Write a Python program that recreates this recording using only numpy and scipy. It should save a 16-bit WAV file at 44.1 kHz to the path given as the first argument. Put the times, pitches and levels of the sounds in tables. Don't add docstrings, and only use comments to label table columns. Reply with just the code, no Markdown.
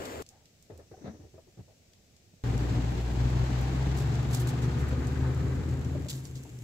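import sys
import numpy as np
from scipy import signal
from scipy.fft import rfft, irfft
from scipy.io import wavfile

SR = 44100
rng = np.random.default_rng(int(sys.argv[2]) if len(sys.argv) > 2 else 0)


def pcm_store(signal):
    levels = np.round(np.clip(np.atleast_2d(signal), -1, 1) * 32767)
    wavfile.write(sys.argv[1], SR, levels.astype(np.int16).T)


N = 292383
T, HZ = np.arange(N) / SR, np.fft.rfftfreq(N, 1 / SR)
CUT_QUIET_S, CUT_ROAD_S = 0.2235, 2.438

# crest time in seconds, period in seconds, mean level in dB, swing in dB.
SLOSH = (0.6, -0.2, -41, 1)
# start in seconds, level in dB, starting pitch in Hz.
SHORT_TONES = [(0.002, -40, 382), (0.067, -41.5, 243), (0.196, -44.5, 459), (0.939, -47, 728),
               (1.062, -37, 192.4), (1.378, -49, 621), (4.922, -35.5, 498), (5.949, -38, 570),
               (6.056, -42, 595)]
# start in seconds, level in dB, ring in Hz,
# length in seconds, relative thud level in dB.
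BUMPS = [(0.3, -66.5, 774, 0.12, -16), (0.697, -47.5, 423, 0.029, -3), (0.716, -57, 392, .07, 9),
         (0.782, -52, 460, 0.047, -8), (0.91, -49.5, 405, .036, -1), (0.962, -54.5, 433, 0.052, -6),
         (1.008, -50, 243, .055, -10), (1.04, -41.5, 247, 0.022, -1.5), (1.046, -47, 527, 0.062, -2),
         (1.069, -41.5, 202, 0.032, -8), (1.133, -52, 320, 0.048, -4), (1.191, -54.5, 335, 0.048, 5.5),
         (1.232, -55, 370, 0.041, 5.5), (1.331, -56, 357, 0.062, 3), (1.376, -55, 520, 0.027, -8),
         (1.468, -60, 364, 0.031, -12), (1.571, -53, 378, 0.026, 3), (1.588, -47.5, 158, 0.028, 6),
         (1.674, -60.5, 566, 0.053, -4), (2.337, -61, 279, 0.0086, 9), (5.226, -45, 865, 0.043, -10),
         (6.449, -55.5, 810, 0.019, -12)]
# centre in Hz, width in Hz, gain in dB.
PANEL_MODES = [(1270, 280, -2), (1690, 390, -0.5), (3800, 700, -4)]
# start in seconds, level in dB, length in seconds,
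# relative spray level in dB.
SPLATS = [(0.052, -46.5, 0.0091, -6.5), (0.22, -50.5, 0.0066, -3), (3.962, -51.5, 0.067, -6),
          (4.307, -55, 0.017, 2), (4.327, -45.5, 0.049, -4), (4.344, -46, 0.0058, -1.5),
          (4.392, -50.5, .034, 0.5), (4.47, -48, 0.014, 1), (4.481, -47, .026, -4),
          (4.618, -52, 0.041, -10), (4.784, -58, .04, -3), (4.882, -59.5, .02, -0.5),
          (6.084, -42, 0.01, -13), (6.094, -40, 0.026, -8), (6.115, -53.5, 0.08, -3), (6.232, -62, .058, 0),
          (6.349, -56, 0.043, -10)]
# start in seconds, level in dB before EQ, centre in Hz.
DRIPS = [(0.264, -53, 4860), (0.289, -48.5, 6540), (0.456, -56, 3800), (0.625, -55.5, 8600),
         (0.776, -56.5, 9500), (1.934, -58, 3800), (2.165, -60.5, 4640), (2.578, -46.5, 7400),
         (3.612, -49.5, 11900), (4.154, -48.5, 5770), (4.347, -34.5, 7470), (5.07, -46.5, 7060),
         (6.253, -45, 5503), (6.435, -50, 7750), (6.588, -53.5, 7280)]
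# earliest start in seconds, mean level in dB before EQ, centre in Hz.
RUN_OFF = (3.1, -51.5, 5900)

# time in seconds, firing rate in Hz, firing tone level in dB.
DEEP_ENGINE = [(2.44, 59, -42), (2.5, 59.4, -33), (3.05, 59.75, -32.5), (3.22, 62.49, -28.5),
               (3.65, 63.04, -32.5), (3.87, 66.73, -30.5), (4.4, 71.44, -38.5), (4.75, 71.08, -33),
               (5.0, 72.1, -32), (5.7, 77.94, -34.5), (5.98, 78.4, -36), (6.1, 76.7, -47), (6.6, 75, -57)]
# time in seconds, firing rate in Hz.
HIGH_ENGINE = [(3.9, 111.9), (4.45, 123.2), (4.75, 120.4), (5.2, 127.5), (6.0, 133.2), (6.35, 131.1),
               (6.6, 122.3)]
# multiple of the firing rate, relative level in dB.
DEEP_OVERTONES = [(3, -19.5), (4, -27), (5, -22.5), (6, -23.5), (7, -29)]
HIGH_OVERTONES = [(2, -13), (3, -17.5), (4, -26), (7, -32.5), (10, -33.5), (12, -32.5)]
TRAFFIC = {"first roar": (2.5, -32.5, 0.98, 2.5, 13), "second roar": (5, -34.5, 0.93, -6, 8),
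           "tyres": (3.5, -44.5, 1.39, 1.5, 14.5), "first whirr": (3, -55.5, 1.9, 22, 21),
           "second whirr": (5.05, -53, 0.47, 0, 12)}

# frequency in Hz, relative density in dB.
SLOSH_COLOUR = [(30, -24), (70, -3), (105, -0.5), (180, -12), (255, -4), (350, -1), (560, -2), (880, -12),
                (2200, -18.5), (3300, -23.5), (6000, -29), (7700, -22), (8800, -35.5), (15000, -34)]
SPLAT_COLOUR = [(1200, -20), (2500, -9.5), (3600, 0), (5500, -2.5), (7600, 0.5), (8800, -18), (15500, -17)]
SPRAY_COLOUR = [(4000, -31), (6500, -11), (7700, 10.5), (8800, -0.5), (12000, 0), (15500, -5.5)]
ROAR_COLOUR = [(25, -18), (42, -17), (58, 2.5), (85, -3), (115, 6), (150, 0.5), (185, -3), (215, -8.5),
               (260, -3), (340, -8), (430, -11.5), (540, -19), (800, -33.5), (1600, -59)]
TYRE_COLOUR = [(250, -0.5), (520, 0.5), (650, 2.5), (780, 5.5), (1000, 0.5), (1250, -5.5), (1600, -3.5),
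               (2200, -6.5), (3000, -8.5), (4200, -10.5), (5500, -14.5), (7600, -15.5), (8800, -30),
               (15000, -34)]
WHIRR_COLOUR = [(600, -16), (900, -13), (1060, -1.5), (1140, -1.5), (1240, 2), (1370, -3), (1540, -1),
                (1900, -4), (2400, -11), (4000, -48)]
HISS_COLOUR = [(1000, 6.5), (2500, 8), (5000, 0), (7500, 11.5), (8700, -5), (10000, 0), (15000, -5)]
AIR_COLOUR = [(30, -7.5), (70, 2.5), (115, 2.5), (200, -3.5), (330, -8.5), (670, -11), (960, -24.5),
              (1500, -23), (2500, -18), (3100, -20), (5500, -17.5), (7800, -18.5), (8800, -29),
              (15500, -28.5)]
# frequency in Hz, gain in dB.
DRIP_EQ = [(800, -5.0), (3000, -2.0), (7700, 3.5), (8800, -5.5), (15000, -0.5)]
# frequency in Hz, correlation from 0 to 1.
COHERENCE = [(60, .995), (150, .98), (250, .85), (400, .6), (700, .3), (1300, 0), (15000, 0)]
# frequency in Hz, left over right in dB.
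ROAD_LEAN = [(100, 4), (380, 2), (1300, 3), (2400, 3), (4400, .5), (8100, 0), (15000, -7.5)]
BUCKET_LEAN = [(100, -4.5), (350, 4.5), (700, 0), (1300, 6), (2400, 5), (4400, 2.5), (8100, 0), (15000, -3)]
SPLAT_LEAN = [(3000, -0.5), (6500, 1.5), (9000, -2)]
SPRAY_LEAN = [(6500, 7), (9000, -11.5)]
# crest in seconds, level in dB, seconds from crest to 3 dB down.
INSECT_SWELLS = [(1.06, -69.5, 0.1), (2.12, -84, 1.5)]


def bucket():
    crest_s, period_s, mean_db, swing_db = SLOSH
    body_db = mean_db + swing_db * np.cos(2 * np.pi * (T - crest_s) / period_s)
    spatter_db = -45.5 + arch(peak_s=0.08, width_s=0.14)
    impacts = patter(per_s=5000, spread_db=4)
    water = field(SLOSH_COLOUR, BUCKET_LEAN, direct=0.51, lag_ms=-0.426, drive=impacts)
    body = irfft(rfft(water) / (1 + (HZ / 850) ** 6), N)
    return unit(body) * amp(body_db) + unit(water - body) * amp(spatter_db)


def short_tones():
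    out, t = np.zeros((2, N)), np.arange(SR // 5) / SR
    cycles, octaves_per_s = 10, 2.8
    for s, db, hz in SHORT_TONES:
        wobble = 0.6 * wander(50)[:len(t)]
        phase = 2 * np.pi * np.cumsum(hz * 2 ** (octaves_per_s * t)) / SR + wobble
        tone = np.sin(phase) + 0.1 * np.sin(2 * phase)
        same_shot = (s + t < CUT_QUIET_S) == (s < CUT_QUIET_S)
        add(out, s, amp(db) * tone * swell(t, cycles / hz) * same_shot * pan(2.3))
    return out


def bumps():
    out, t = np.zeros((2, N)), np.arange(SR // 4) / SR
    dull = signal.butter(5, 850, fs=SR, output="sos")
    soft = signal.butter(3, 3800, fs=SR, output="sos")
    for s, db, hz, length_s, thud_db in BUMPS:
        centre, sides = rng.standard_normal(len(t)), rng.standard_normal((2, len(t)))
        body = unit(signal.sosfilt(dull, ring(centre + 0.65 * sides, hz, 0.33 * hz)))
        thud = np.sqrt(2) * np.sin(2 * np.pi * (78 * t + 1.39 * (1 - np.exp(-t / 0.0086))))
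        plastic = sum(amp(gain) * ring(sides, f, width) for f, width, gain in PANEL_MODES)
        scuff = unit(signal.sosfilt(soft, plastic))
        scuff_db = -15 + 6 * np.log2(hz / 400) + 153 * (length_s - 0.05) + 0.6 * (db + 50)
        sound = body * pan(2.7) + amp(thud_db) * thud * pan(-2.2) + amp(scuff_db) * scuff * pan(4.7)
        add(out, s, amp(db) * sound * swell(t, length_s))
    return out


def splatters():
    slap_power = spray_power = 0
    for s, db, length_s, spray_db in SPLATS:
        shape = swell(np.maximum(T - s, 0), length_s)
        slap_power += (amp(db) * shape) ** 2
        spray_power += (amp(db + spray_db) * shape) ** 2
    drops = patter(per_s=4700, spread_db=7)
    slap = field(SPLAT_COLOUR, SPLAT_LEAN, direct=0.46, lag_ms=0.17, drive=drops)
    droplets = patter(per_s=5900, spread_db=12)
    spray = field(SPRAY_COLOUR, SPRAY_LEAN, direct=0.53, lag_ms=0.173, drive=droplets)
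    return np.sqrt(slap_power) * slap + np.sqrt(spray_power) * spray


def drips():
    out, t = np.zeros((2, N)), np.arange(SR // 20) / SR
    shape = swell(t, length_s=0.0026) + 0.29 * np.exp(-t / 0.026)
    for s, db, hz in DRIPS + list(run_off(count=9)):
        tick = ring(rng.standard_normal((2, len(t))), hz, 0.65 * hz) * shape
        add(out, s, amp(db) * tick * pan(-6 * np.log2(hz / 5000)))
    return irfft(rfft(out) * amp(over_frequency(DRIP_EQ)), N)


def run_off(count):
    from_s, db, hz = RUN_OFF
    step_s = (N / SR - from_s) / count
    for k, (when, size, pitch) in enumerate(rng.random((count, 3))):
        yield from_s + step_s * (k + when), db + 5 * (size - 0.5), hz * 2 ** (0.6 * (pitch - 0.5))


def engines():
    deep, high = deep_engine(), high_engine()
    both = deep * (1 + 0.1 * wander(25)) + high * (1 + 0.15 * wander(14))
    return np.sqrt(2) * both * pan(1.1)


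def deep_engine():
    hz, tone_db = over_time(DEEP_ENGINE)
    octave_db = passing(peak_s=3.22, db=-31, width_s=1.0, ease_db=4.5, leave_db=10)
    phase, overtones = exhaust(hz, DEEP_OVERTONES, jitter_rad=0.095)
    return amp(tone_db) * (np.cos(phase) + overtones) + amp(octave_db) * np.cos(2 * phase)


def high_engine():
    enters_s, rise_s = 3.938, 0.18
    phase, overtones = exhaust(over_time(HIGH_ENGINE)[0], HIGH_OVERTONES, jitter_rad=0.11)
    tone = amp(-31 + arch(peak_s=4.4, width_s=0.94)) * np.cos(phase)
    bark = amp(-30.5 + arch(peak_s=4.89, width_s=0.54)) * overtones
    fade_in = np.clip((T - enters_s) / rise_s, 0, 1)
    return fade_in * throb(enters_s) * (tone + bark)


def throb(from_s):
    crest_s, rate_hz, quickening_hz_per_s = 5.97, 4.684, 1.04
    t = T - crest_s
    depth = np.clip(0.28 * (T - from_s), 0, 0.7)
    return 1 + depth * np.cos(2 * np.pi * (rate_hz * t + quickening_hz_per_s * t ** 2 / 2))


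def exhaust(hz, orders, jitter_rad):
    phase = 2 * np.pi * np.cumsum(hz) / SR + jitter_rad * wander(20)
    return phase, sum(amp(db) * np.cos(k * (phase + jitter_rad * wander(4.5))) for k, db in orders)


def traffic_noise():
    gain = {name: amp(passing(*row)) for name, row in TRAFFIC.items()}
    roar = field(ROAR_COLOUR, ROAD_LEAN) * amp(2.2 * wander(48))
    tyres = field(TYRE_COLOUR, ROAD_LEAN, direct=0.17, lag_ms=0.466) * amp(1.18 * wander(64))
    whirr = field(WHIRR_COLOUR, ROAD_LEAN, direct=0.39, lag_ms=-0.099) * amp(2.0 * wander(46))
    roar *= np.hypot(gain["first roar"], gain["second roar"])
    whirr *= np.hypot(gain["first whirr"], gain["second whirr"])
    return roar + tyres * gain["tyres"] + whirr


def passing(peak_s, db, width_s, ease_db, leave_db):
    ease_s, ease_width_s = 3.033, 0.16
    leave_s, fade_s = 6.005, 0.31
    eased = np.exp(-((T - ease_s) / ease_width_s) ** 2)
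    gone = 1 - np.exp(-np.maximum(T - leave_s, 0) / fade_s)
    return db + arch(peak_s, width_s) - ease_db * eased - leave_db * gone


def road_hiss():
    crackle = patter(per_s=460, spread_db=8)
    hiss = field(HISS_COLOUR, ROAD_LEAN, direct=0.2, lag_ms=0.16, drive=crackle)
    return hiss * amp(-62.5 + 0.76 * wander(20.99))


def insect():
    buzz = ring(rng.standard_normal((2, N)), hz=6300, width_hz=900)
    swells = sum(amp(db + arch(peak_s, width_s)) for peak_s, db, width_s in INSECT_SWELLS)
    return ring(buzz, hz=5740, width_hz=500) * swells


def air():
    return amp(-63) * field(AIR_COLOUR, BUCKET_LEAN)


def field(colour, lean, direct=0, lag_ms=0, drive=None):
    left, other, source = rfft(rng.standard_normal((3, N)))
    if drive is not None:
        source = rfft(drive)
    alike = over_frequency(COHERENCE)
    diffuse = np.array([left, alike * left + np.sqrt(1 - alike ** 2) * other])
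    aimed = np.array([source * np.exp(-2j * np.pi * HZ * lag_ms / 1000), source])
    spectrum = np.sqrt(1 - direct) * diffuse + np.sqrt(direct) * aimed
    eq_db = over_frequency(colour) + np.outer([0.5, -0.5], over_frequency(lean))
    x = irfft(spectrum * amp(eq_db), N)
    return x / x.mean(0).std()


def patter(per_s, spread_db):
    strength = amp(spread_db * np.minimum(rng.exponential(1, N), 4)) * rng.choice([-1, 1], N)
    return unit(strength * (rng.random(N) < per_s / SR))


def ring(x, hz, width_hz):
    return unit(signal.lfilter(*signal.iirpeak(hz, hz / width_hz, SR), x))


def wander(hz):
    return unit(irfft(rfft(rng.standard_normal(N)) * np.exp(-(HZ / hz) ** 2), N))


def swell(t, length_s):
    u = 3 * t / length_s
    return u * np.exp(1 - u)


def arch(peak_s, width_s):
    return -10 * np.log10(2) * ((T - peak_s) / width_s) ** 2


def over_frequency(points):
    hz, value = np.transpose(points)
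    return np.interp(np.log(HZ + 1), np.log(hz + 1), value)


def over_time(rows):
    s, *columns = np.transpose(rows)
    return [np.interp(T, s, column) for column in columns]


def add(mix, s, sound):
    part = mix[:, round(s * SR):][:, :sound.shape[1]]
    part += sound[:, :part.shape[1]]


def pan(db):
    return amp([[db / 2], [-db / 2]])


def amp(db):
    return 10 ** (np.asarray(db) / 20)


def unit(x):
    return x / np.sqrt(np.mean(x ** 2) + 1e-20)


def scene():
    ambience = air() + insect() * (T < CUT_ROAD_S)
    washing = bucket() * (T < CUT_QUIET_S) + short_tones() + bumps() + splatters() + drips()
    road = (engines() + traffic_noise() + road_hiss()) * (T > CUT_ROAD_S)
    return ambience + washing + road


def record(dry):
    lowpass = signal.firwin(401, 15700, window=("kaiser", 9), fs=SR)
    return signal.oaconvolve(dry, lowpass[None], "same")


dry = scene()
out = record(dry)
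pcm_store(out)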